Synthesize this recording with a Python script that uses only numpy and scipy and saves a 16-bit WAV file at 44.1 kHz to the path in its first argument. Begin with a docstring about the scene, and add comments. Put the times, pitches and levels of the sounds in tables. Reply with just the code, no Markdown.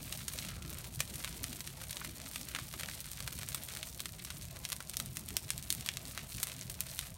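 """Sharp pops ring out first: twigs and resin pockets burst in a dry conifer burning in a steel barrel.
Under them countless needles crackle as tiny ticks and fizz as sputtering noise, while the tall flame
flutters with a low roar of shaped noise. A faint whistle of gas and a dull knock each come once.
The fire stands on a lawn some metres away, and ground, barn and trees throw its pops back."""
import sys
import numpy as np
from scipy import signal
from scipy.fft import rfft, irfft, next_fast_len
from scipy.io import wavfile
from scipy.ndimage import uniform_filter1d

SR = 44100
rng = np.random.default_rng(int(sys.argv[2]) if len(sys.argv) > 2 else 0)


def to_wav(s):
    """Save 16-bit WAV."""
    ch = np.atleast_2d(s).T  # columns
    pcm = np.round(np.clip(ch, -1, 1) * 32767)  # PCM
    wavfile.write(sys.argv[1], SR, pcm.astype(np.int16))


N = 316197
TIME = np.arange(N) / SR


def amp(db):
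    """Turns decibels into a gain."""
    return 10 ** (np.asarray(db) / 20)


def unit(x):
    """Scales a sound to an rms (average strength) of one."""
    return x / np.sqrt(np.mean(x ** 2) + 1e-20)


def curve(rows, order=1):
    """Draws straight lines between the rows of a timed table, for one of its columns."""
    columns = np.transpose(rows)
    return np.interp(TIME, columns[0], columns[order])


def spectrum(points, hz):
    """Reads a table of (frequency [Hz], level [dB]) as gains, on a log-frequency axis."""
    f, db = np.transpose(points)
    return amp(np.interp(np.log(hz + 1), np.log(f + 1), db))


def add(mix, s, sound):
    """Mixes a sound in at a time in seconds."""
    part = mix[max(round(s * SR), 0):][:len(sound)]
    part += sound[:len(part)]


def noise(points):
    """Steady random noise whose strength at each frequency follows a table."""
    size = next_fast_len(N)
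    white = rfft(rng.standard_normal(size))
    gains = spectrum(points, np.fft.rfftfreq(size, 1 / SR))
    return unit(irfft(white * gains, size)[:N])


def flutter(hz):
    """Smooth random ups and downs, with little motion faster than the given rate."""
    size = next_fast_len(N)
    f = np.fft.rfftfreq(size, 1 / SR)
    white = rfft(rng.standard_normal(size))
    return unit(irfft(white * np.exp(-(f / hz) ** 2), size)[:N])


def burst(hz, focus, size=256):
    """Pressure swing of unit energy from mid-window on: big pockets swing slowly, focused ones ring on."""
    u = 1j * np.fft.rfftfreq(size, 1 / SR) / hz + 1e-9
    response = (2 * u / (1 + u) ** 2) ** focus
    swing = np.fft.fftshift(irfft(response, size), -1)
    return swing / np.linalg.norm(swing, axis=-1, keepdims=True)


def ringing(swing, hz, ring_db=-4, width_hz=700):
    """The twig that bursts rings for a moment at its own pitch, which colours the pop."""
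    r, angle = np.exp(-np.pi * width_hz / SR), 2 * np.pi * hz / SR
    resonance = signal.lfilter([1 - r], [1, -r * np.exp(1j * angle)], swing).real
    rung = swing + 2 * amp(ring_db) * resonance
    return rung / np.linalg.norm(rung)


def splinters(per_s, fade_s, size=1024):
    """Fibres tear after a burst: a dying train of small random ticks, of unit energy."""
    t = np.arange(size) / SR
    hits = rng.random(size) < per_s / SR
    ticks = rng.standard_normal(size) * hits * np.exp(-t / fade_s)
    return ticks / (np.linalg.norm(ticks) + 1e-9)


# Bounces off the lawn, the barrel and the barn: (typical delay [s], level [dB])
BOUNCES = [(.0018, -6.5), (.0061, -14), (0.029, -27)]


def pops(rows, level_db=0.68, tear_db=-8, ring_octaves=0.53, bounce_hz=5000,
         push_db=-21, push_hz=1000, size=2048):
    """Each pop is a ringing snap with a low push of steam, a tear, splinters and duller bounces."""
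    out = np.zeros(N)
    dull = np.exp(-2 * np.pi * bounce_hz * np.arange(32) / SR)  # softens the treble of a bounce
    for s, db, hz, focus, splinter_db in rows:
        ring_hz = hz * 2 ** (ring_octaves * rng.uniform(-1, 1))
        swing = ringing(burst(hz, focus), ring_hz)
        push_gain = amp(push_db) * min(3 * push_hz / hz, 1)  # high pops push less
        swing = swing + push_gain * burst(push_hz, focus=0.56)
        train = np.zeros(size)
        train[0] = 1
        add(train, .0001, amp(tear_db) * splinters(per_s=14000, fade_s=0.00021))
        snap = np.linalg.norm(np.convolve(train, swing))  # strength of snap and tear alone
        add(train, .0008, amp(splinter_db) * splinters(per_s=2500, fade_s=0.0039))
        for delay, bounce_db in BOUNCES:
            varied_delay = delay * (1 + .2 * rng.uniform(-1, 1))  # for its height in the tree
            add(train, varied_delay, amp(bounce_db) * dull / dull.sum())
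        start = s - len(swing) / 2 / SR  # the swing begins in the middle of its window
        add(out, start, amp(db + level_db) * np.convolve(train, swing) / snap)
    return out


# One row for each loud pop; a low pitch means a big pocket, a high focus a narrow ring:
# (time [s], relative energy [dB], pitch [Hz], focus [no unit], splinters against the snap [dB])
LOUD_POPS = [(0.125, -18.5, 3900, 1.2, 6), (0.2815, -13, 6200, 0.62, 1), (0.3366, -18, 7350, 1.3, -14),
             (0.3881, -14.5, 3700, 2.8, -8), (0.4496, -19.5, 2900, .6, -6), (0.486, -24, 2700, 0.81, 7.5),
             (0.703, -17, 15000, 4.3, -19), (0.7292, -24, 4600, 0.4, -4), (0.7858, -20.5, 10300, 0.73, -1),
             (0.8435, -22.5, 2300, .5, -5), (1.004, -11.5, 4240, 1.4, 1), (1.0057, -5, 2900, 0.68, -24),
             (1.099, -24, 8340, 1.1, -4), (1.1573, -19.5, 9200, 1.7, 0), (1.2047, -28, 3200, 2.9, -3),
             (1.2394, -22, 2300, 1.2, -10), (1.2462, -12, 2750, 1.5, -13), (1.2768, -18.5, 2300, 1.1, -8),
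             (1.4329, -16, 10400, 2.4, -11), (1.4416, -10.5, 4240, 1.5, -19), (1.5294, -19, 5300, 0.25, -3),
             (1.6059, -16.5, 4100, 0.95, -3), (1.675, -17.5, 3900, 1.2, -8), (1.8145, -24, 1500, 0.33, 6),
             (1.8385, -21, 4900, .5, -5), (1.908, -18.5, 9100, 0.65, 4.5), (1.93, -19, 3900, 1.7, -10),
             (1.9694, -15.5, 2700, 1.3, -12), (2.014, -23, 1530, 3.4, 0), (2.0473, -18, 2300, 0.72, 2),
             (2.314, -20, 15000, 0.34, -13), (2.3434, -27, 4600, 1.2, -10), (2.359, -15, 2780, 0.9, 0.5),
             (2.4134, -18.5, 7200, 0.59, -10), (2.487, -18, 11200, 0.42, -2), (2.5496, -11, 2350, 2, -11),
             (2.5615, -16, 2100, 1.2, 1), (2.5877, -16.5, 1600, 1.2, -2), (2.739, -18.5, 1310, 0.62, -7),
             (2.7967, -18.5, 3500, 0.6, 2.5), (2.8092, -17.5, 2520, .5, -3), (2.8334, -17, 1970, 1.4, 1.5),
             (2.8597, -20, 3900, 0.95, -7), (2.8873, -19, 2300, 1.6, -10), (2.898, -19.5, 6300, 0.41, -17),
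             (2.9362, -24.5, 4300, 1.4, -10), (3.005, -15, 15100, 0.95, -17), (3.0435, -28, 7200, .5, -10),
             (3.1163, -17, 12100, 0.65, -8), (3.2048, -16, 2960, 0.85, -14),
             (3.2769, -13.5, 1930, 0.69, -4), (3.3269, -18, 9700, 0.55, -10), (3.389, -18, 6700, .5, -12),
             (3.4323, -16.5, 1920, 0.5, -26), (3.488, -12, 11200, 0.6, -16), (3.5286, -21, 4600, 1.2, -12),
             (3.5466, -10.5, 6360, 0.3, 0), (3.6225, -27, 3900, 0.43, -2), (3.636, -16.5, 15000, 1.4, -17),
             (3.687, -18.5, 3200, 0.55, -12), (3.737, -20.5, 4600, 0.59, -9),
             (3.7511, -18, 5500, 0.52, -13), (3.7646, -21.5, 2200, 0.93, -16),
             (3.7718, -16.5, 4400, 0.6, -16), (3.8298, -14, 2880, 1.4, -8), (3.8704, -24, 7200, 0.44, 2),
             (3.9962, -21.5, 2290, 2.4, -13), (4.0041, -12.5, 4400, 1.1, -30),
             (4.057, -15, 3300, 1.5, -3.5), (4.1953, -27, 3080, 3.3, 4), (4.249, -19, 5550, 0.81, 1.5),
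             (4.304, -17, 2720, 1.3, -2.5), (4.422, -25, 4400, 1.5, -5), (4.4851, -28, 4900, 1.2, -17),
             (4.5686, -24.5, 1700, .5, -3), (4.652, -11.5, 3580, 1.8, -10), (4.6898, -19, 9700, .8, -10),
             (4.702, -15.5, 12100, 0.35, -18), (4.7205, -13, 3870, 0.95, 0.5),
             (4.729, -11, 4100, 0.96, -21), (4.765, -19, 7700, 0.7, -10), (4.8046, -20, 1300, 0.7, -3),
             (4.8967, -14.5, 7800, 0.8, -14), (4.937, -23.5, 3820, 1.4, 3.5), (4.9695, -8, 6640, 1.7, -10),
             (5.0004, -10.5, 3700, 0.4, -2), (5.06, -20, 7700, 1.4, -20), (5.1706, -12, 5150, 1.1, -10),
             (5.1944, -21, 13000, .5, -10), (5.288, -16.5, 9100, 0.94, -6),
             (5.3058, -20.5, 3500, 0.92, -10), (5.368, -3, 6450, 0.92, -12),
             (5.5046, -6.5, 4550, 1.64, -15), (5.579, -15.5, 6340, 2, -16), (5.6264, -20, 6700, 1.8, -12),
             (5.704, -4.5, 5300, 1.85, -14), (5.726, -7, 9500, 0.99, -16), (5.75, -16, 12100, 0.9, -12),
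             (5.8092, -19, 4350, 1.7, -7), (5.8619, -15, 3800, 0.39, 0.5), (5.8889, -6, 3270, 2.35, -30),
             (5.9383, -23, 4300, 2.4, -10), (5.9711, -12.5, 3740, 1.7, -12),
             (6.0537, -21.5, 4820, 1.8, -10), (6.112, -24.5, 3900, 0.87, -8),
             (6.1767, -13.5, 2400, 1.2, -15), (6.3626, -24, 8300, 0.87, -8), (6.383, -20, 3400, 2, -10),
             (6.401, -17, 8400, 0.51, -9), (6.4309, -5, 14900, 0.52, 0.5), (6.4709, -15, 7800, 0.46, -13),
             (6.5187, -20.5, 3700, 1.7, -12), (6.612, -18, 5940, 5.3, -16), (6.6986, -16.5, 9700, 0.5, 1),
             (6.8064, -6, 10400, 1.06, -9), (6.8864, -27, 4600, 2.9, -3), (6.9161, -27, 4570, 2.3, -6),
             (6.9912, -9, 4430, 1.3, -29), (7.0116, -21.5, 4570, 2.2, -13)]


def loud_pops():
    """The loudest twigs and resin pockets burst at set times."""
    return pops(LOUD_POPS)


def first_cracks(lead_s=.009, weaker_db=-19, splinter_db=0, thick_hz=5200):
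    """Thick, low-pitched wood cracks faintly just before it bursts: one row for each crack."""
    leads = lead_s * rng.uniform(.5, 1.5, len(LOUD_POPS))
    return [(s - lead, db + weaker_db, hz, focus, splinter_db)
            for (s, db, hz, focus, _), lead in zip(LOUD_POPS, leads) if hz < thick_hz]


# Lesser twigs: how often, then a rough middle and spread for each random quality
TWIGS_PER_S = 60
TWIG_HZ, TWIG_SPREAD_OCTAVES = 7340, 0.78
TWIG_SPLINTER_DB, TWIG_SPLINTER_SPREAD_DB = -14, 5.5
TWIG_FOCUS, TWIG_SPREAD_FOCUS = 1.54, 0.44  # the spread acts as a power of e
TWIG_DB, TWIG_SPREAD_DB, TWIG_FOLLOWS = -26.5, 2.5, 0.38  # the last: dB per dB of blaze
USUAL_BLAZE_DB = -52


def twigs(blaze_db):
    """Lesser twigs pop at random, louder in a fierce blaze; snap and splinters share the energy."""
    count = round(TWIGS_PER_S * N / SR)
    s = rng.random(count) * TIME[-1]
    strength, pitch, ring, split = np.sqrt(3) * rng.uniform(-1.12, 1, (count, 4)).T
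    blaze_lift_db = np.interp(s, TIME, blaze_db) - USUAL_BLAZE_DB
    db = TWIG_DB + TWIG_FOLLOWS * blaze_lift_db + TWIG_SPREAD_DB * strength
    hz = TWIG_HZ * 2 ** (TWIG_SPREAD_OCTAVES * pitch)
    focus = TWIG_FOCUS * np.exp(TWIG_SPREAD_FOCUS * ring)
    splinter_db = TWIG_SPLINTER_DB + TWIG_SPLINTER_SPREAD_DB * split
    snap_db = db - 10 * np.log10(1 + amp(splinter_db) ** 2)
    return list(zip(s, snap_db, hz, focus, splinter_db))


# How fiercely the needles burn, before flares and surges: (time [s], level [dB])
NEEDLE_BLAZE = [(0, -49.5), (.42, -46), (.6, -56), (.75, -52.5), (1.1, -53), (1.28, -48), (1.5, -53),
                (2.2, -52), (3.0, -52.5), (3.3, -49.5), (3.78, -53.5), (3.97, -56.5), (4.1, -59),
                (4.35, -54), (4.6, -59.5), (5.2, -57.5), (5.65, -53), (5.95, -58.5), (6.25, -52.5),
                (6.5, -48), (6.7, -55.5), (6.9, -53), (7.05, -47.5), (7.17, -65)]


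def needle_blaze():
    """The slow rise and fall of the burning needles, in dB."""
    return curve(NEEDLE_BLAZE)


FLARE_DB, FLARE_RISE_S, FLARE_FALL_S = 2.5, 0.016, 0.027


def flares():
    """Needles flare up around each loud pop, in dB: a quick build-up, a slower dying away."""
    nearest = np.full(N, np.inf)
    for s, *_ in LOUD_POPS:
        distance = np.maximum((s - TIME) / FLARE_RISE_S, (TIME - s) / FLARE_FALL_S)
        nearest = np.minimum(nearest, distance)
    return FLARE_DB * np.exp(-nearest)


def crackle(blaze_db, bright_db, level_db=26.0, range_db=29, steep=0.62, ceiling_db=-28.0,
            low_hz=1600, high_hz=15000, focus=2.07, bounce_db=-4, count=6500):
    """Needles burst at random, each at its own pitch; the smaller the tick, the more often it comes."""
    when, rank, fineness, ring, height = rng.random((count, 5)).T
    at = (when * N).astype(int)
    flurry_db = 2.5 * flutter(hz=40)  # ticks swell and fade in flurries
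    db = level_db + (blaze_db + flurry_db)[at] + (2 * fineness - 1) * bright_db[at]
    strength = amp(db) * (1 + rank * amp(range_db)) ** -steep
    ceiling = amp(ceiling_db)
    strength = ceiling * np.tanh(strength / ceiling)  # a needle holds only so much steam
    hz = low_hz * (high_hz / low_hz) ** fineness
    tick_focus = focus * np.exp(2 * ring[:, None] - 1)
    ticks = strength[:, None] * burst(hz[:, None], tick_focus, size=64)
    place = at[:, None] + np.arange(ticks.shape[1])
    # the lawn's echo depends on the needle's height
    bounce = ((.0012 + .002 * height[:, None]) * SR).astype(int)
    direct, echo = (np.bincount(p.ravel(), ticks.ravel(), N)[:N] for p in (place, place + bounce))
    return direct + amp(bounce_db) * echo


# Steam and sap fizzing out of the needles: (frequency [Hz], relative level [dB per Hz])
FIZZ_SPECTRUM = [(400, 9.5), (1200, -22), (2500, -17), (4000, 8), (9000, -7), (16000, 14.5)]


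def fizz(blaze_db, bright_db, fizz_db=-10.0, fizz_bright=1.0):
    """Steam and sap hiss out of the needles: noise that sputters and follows the blaze."""
    sputter_db = 3 * flutter(hz=60) + 3 * flutter(hz=900)
    hiss = unit(noise(FIZZ_SPECTRUM) * amp(sputter_db))
    return hiss * amp(blaze_db + fizz_db + fizz_bright * bright_db)


# The colour shared by pops, crackle and fizz: (frequency [Hz], gain [dB])
SHARED_COLOUR = [(150, -18.5), (620, 1), (820, -4), (1100, -1.5), (1280, 0.5), (1750, -1), (2200, 0),
                 (2650, -0.6), (2950, -1.5), (3400, -0.5), (4400, 0.5), (4900, -3), (5500, -1), (6100, -1),
                 (7600, -1), (8600, 3), (9500, 2), (10450, -3), (11000, 1.5), (16000, -3.5)]


def coloured(x, size=2048):
    """Filters without looking ahead, so that the peaks of the colour ring briefly after each click."""
    log_gain = np.log(spectrum(SHARED_COLOUR, abs(np.fft.fftfreq(size, 1 / SR))))
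    taps = np.fft.ifft(np.exp(np.conj(signal.hilbert(log_gain)))).real
    return signal.oaconvolve(x, taps[:size // 2])[:N]


def yard(x, near_db=-12.0, near_t60=0.097, far_db=-17.5, far_t60=0.5, count=8, size=16384):
    """Barrel and ground scatter sound briefly, trees for longer; each spot in the fire has its own paths."""
    t = np.arange(size) / SR
    spot = rng.integers(0, count, N // 256 + 1).repeat(256)[:N]  # which spot sounds at each moment
    out = x.copy()
    for k in range(count):
        tail = np.zeros(size)
        for db, t60 in ((near_db, near_t60), (far_db, far_t60)):  # t60: seconds to fall by 60 dB
            hits = (rng.random(size) < .1) * (t > .001)
            taps = rng.standard_normal(size) * hits * amp(-60 * t / t60)
            tail += amp(db) * taps / np.linalg.norm(taps)
        share = uniform_filter1d(1. * (spot == k), size=64)  # soft switching between spots
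        out += signal.oaconvolve(x * share, tail)[:N]
    return out


# Big tongues of flame break away with a soft puff: (time [s], lift of roar and tongues [dB])
BREAKAWAYS = [(.585, 4.5), (.66, 4), (2.02, 3), (2.09, 4), (2.4, 3), (2.75, 4), (5.22, 3.5), (5.32, 3),
              (5.45, 3), (5.55, 5), (5.79, 6.5), (6.36, 6)]
BILLOW_S = 0.019


def billows():
    """Brief swells of the flame, in dB."""
    return sum(db * np.exp(-((TIME - s) / BILLOW_S) ** 2) for s, db in BREAKAWAYS)


def eddies(x, depth_db, size=2048):
    """Each eddy lifts or drops a narrow band of the sound for some hundredths of a second."""
    overlap = size * 3 // 4
    z = signal.stft(x, nperseg=size, noverlap=overlap)[2]
    patches = uniform_filter1d(rng.standard_normal(z.shape), size=4, axis=0)
    patches = unit(uniform_filter1d(patches, size=5, axis=1))
    shaped = z * amp(depth_db * np.clip(patches, -2, 2))
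    return unit(signal.istft(shaped, nperseg=size, noverlap=overlap)[1][:N])


# The flame's low roar: (frequency [Hz], relative level [dB per Hz])
ROAR_SPECTRUM = [(20, -27), (30, -20), (42, -6), (65, 1.5), (92, -3.5), (108, -1), (120, -2), (135, 0.5),
                 (152, -3.5), (172, -4.5), (230, -17.5), (400, -32), (2000, -79)]


def roar(puff_db, roar_draught_db, roar_db=1.3, lump_db=1.25):
    """The turbulent column roars low, with puffs and faster lumps."""
    lumpy = unit(noise(ROAR_SPECTRUM) * amp(puff_db + lump_db * flutter(hz=23.0)))
    return lumpy * amp(roar_draught_db + roar_db)


# Flapping tongues of flame: (frequency [Hz], relative level [dB per Hz])
TONGUE_SPECTRUM = [(60, -43), (150, -4), (210, 1.5), (255, 1), (295, -3), (335, -2), (450, -9.5),
                   (650, -28), (2500, -52)]


def tongues(puff_db, draught_db, tongues_db=0.63, flap_db=1.5):
    """Tongues of flame flap: noise broken up by eddies, puffs and quick flutter."""
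    flapping = eddies(noise(TONGUE_SPECTRUM), depth_db=4)
    flapping = unit(flapping * amp(puff_db + flap_db * flutter(hz=22.3)))
    return flapping * amp(draught_db + tongues_db)


# The soft rush of hot gas and open air: (frequency [Hz], relative level [dB per Hz])
RUSH_SPECTRUM = [(200, -12), (440, -7.5), (520, 1), (570, 0), (640, 3.5), (800, -2), (1000, -2.5),
                 (1400, -10), (2500, -10), (6000, -11), (16000, -19)]
# RUSH_DB holds at the usual draught; RUSH_FOLLOWS is in dB per dB of draught
USUAL_DRAUGHT_DB, RUSH_DB, RUSH_FOLLOWS = -62, -61, 0.34


def rush(draught_db, waver_db=2.8):
    """Hot gas rushes in eddies and wavers, partly following the draught."""
    swirling = eddies(noise(RUSH_SPECTRUM), depth_db=3)
    follow_db = RUSH_FOLLOWS * (draught_db - USUAL_DRAUGHT_DB)
    return swirling * amp(RUSH_DB + follow_db + waver_db * flutter(hz=21))


# Draught up the flame column, before a small lift of each layer:
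# (time [s], level of the flapping tongues [dB], level of the low roar [dB])
COLUMN_DRAUGHT = [(0, -57.5, -48.5), (.3, -59, -52), (.6, -58, -50), (1.0, -59.5, -51), (1.4, -57.5, -51.5),
                  (1.85, -60, -52.5), (2.35, -60.5, -54.5), (2.8, -61, -51.5), (3.0, -65.5, -53),
                  (3.4, -60, -49.5), (3.85, -63, -55), (4.1, -63.5, -52), (4.8, -66, -52.5),
                  (5.0, -62.5, -52), (5.4, -60.5, -52.5), (5.7, -63, -52.5), (6.2, -59.5, -53.5),
                  (6.4, -62, -52.5), (7.17, -67.5, -51.5)]
PUFF_HZ, PUFF_DB = 7.2, 0.85  # the column puffs a few times a second


def flame():
    """Roar and tongues puff together, and hot gas rushes past, all with the draught."""
    draught_db = curve(COLUMN_DRAUGHT)
    roar_draught_db = curve(COLUMN_DRAUGHT, order=2)
    puff_db = PUFF_DB * flutter(hz=PUFF_HZ) + billows()
    return roar(puff_db, roar_draught_db) + tongues(puff_db, draught_db) + rush(draught_db)


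# A faint, breathy whistle of gas leaving the wood: (frequency [Hz], relative level [dB per Hz])
JET_SPECTRUM = [(700, -23), (1200, 1), (1360, 6), (1560, -6), (1750, -14), (3000, -40)]
# it blows once: start, swell, hold and dying away in seconds, then its level
JET_S, JET_RISE_S, JET_HOLD_S, JET_FALL_S, JET_DB = 0.41, .04, 0.28, .14, -65


def jet():
    """Gas leaves the wood in one brief, faint whistle of narrow noise."""
    corners = JET_S + np.cumsum([0, JET_RISE_S, JET_HOLD_S, JET_FALL_S])
    swell = np.interp(TIME, corners, [0, 1, 1, 0])
    return noise(JET_SPECTRUM) * amp(JET_DB) * swell


# T60 is the time in seconds to fall by 60 dB
THUMP_S, THUMP_HZ, THUMP_T60, THUMP_DB = .346, 520, .07, -39.5


def thump(rise_s=.005, upper=1.2, size=8192):
    """A piece of wood drops in the barrel: a dull knock of two close tones that die quickly."""
    t, out = np.arange(size) / SR, np.zeros(N)
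    modes = (np.sin(2 * np.pi * THUMP_HZ * t) + np.sin(2 * np.pi * THUMP_HZ * upper * t)) / 2
    fade = amp(THUMP_DB - 60 * t / THUMP_T60)
    add(out, THUMP_S, modes * np.minimum(t / rise_s, 1) * fade)
    return out


# Fine needles over thicker twigs: a weaker blaze leaves mostly the fine ones
BRIGHT_DB, BRIGHT_PER_DB = 1.5, -0.3  # at the usual blaze; change per dB of blaze


def scene(surge_db=0.65, surge_hz=12, shimmer_db=3):
    """Pops, crackle and fizz echo in the yard, over the flame, the whistle and the knock."""
    steady_blaze_db = needle_blaze()
    blaze_db = steady_blaze_db + flares() + surge_db * flutter(hz=surge_hz)
    bright_db = BRIGHT_DB + BRIGHT_PER_DB * (blaze_db - USUAL_BLAZE_DB)
    bright_db = bright_db + shimmer_db * flutter(hz=surge_hz)  # the treble flickers
    bursts = loud_pops() + pops(first_cracks()) + pops(twigs(steady_blaze_db))
    fire = coloured(bursts + crackle(blaze_db, bright_db) + fizz(blaze_db, bright_db))
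    return (yard(fire) + flame() + jet() + thump())[None]


EDGE_HZ = 15950


def record(dry):
    """The recorder's band limit: a steep filter takes off the highest treble."""
    taps = signal.firwin(401, EDGE_HZ, window=("kaiser", 8), fs=SR)
    return signal.oaconvolve(dry, taps[None], "same")


dry = scene()
out = record(dry)
to_wav(out)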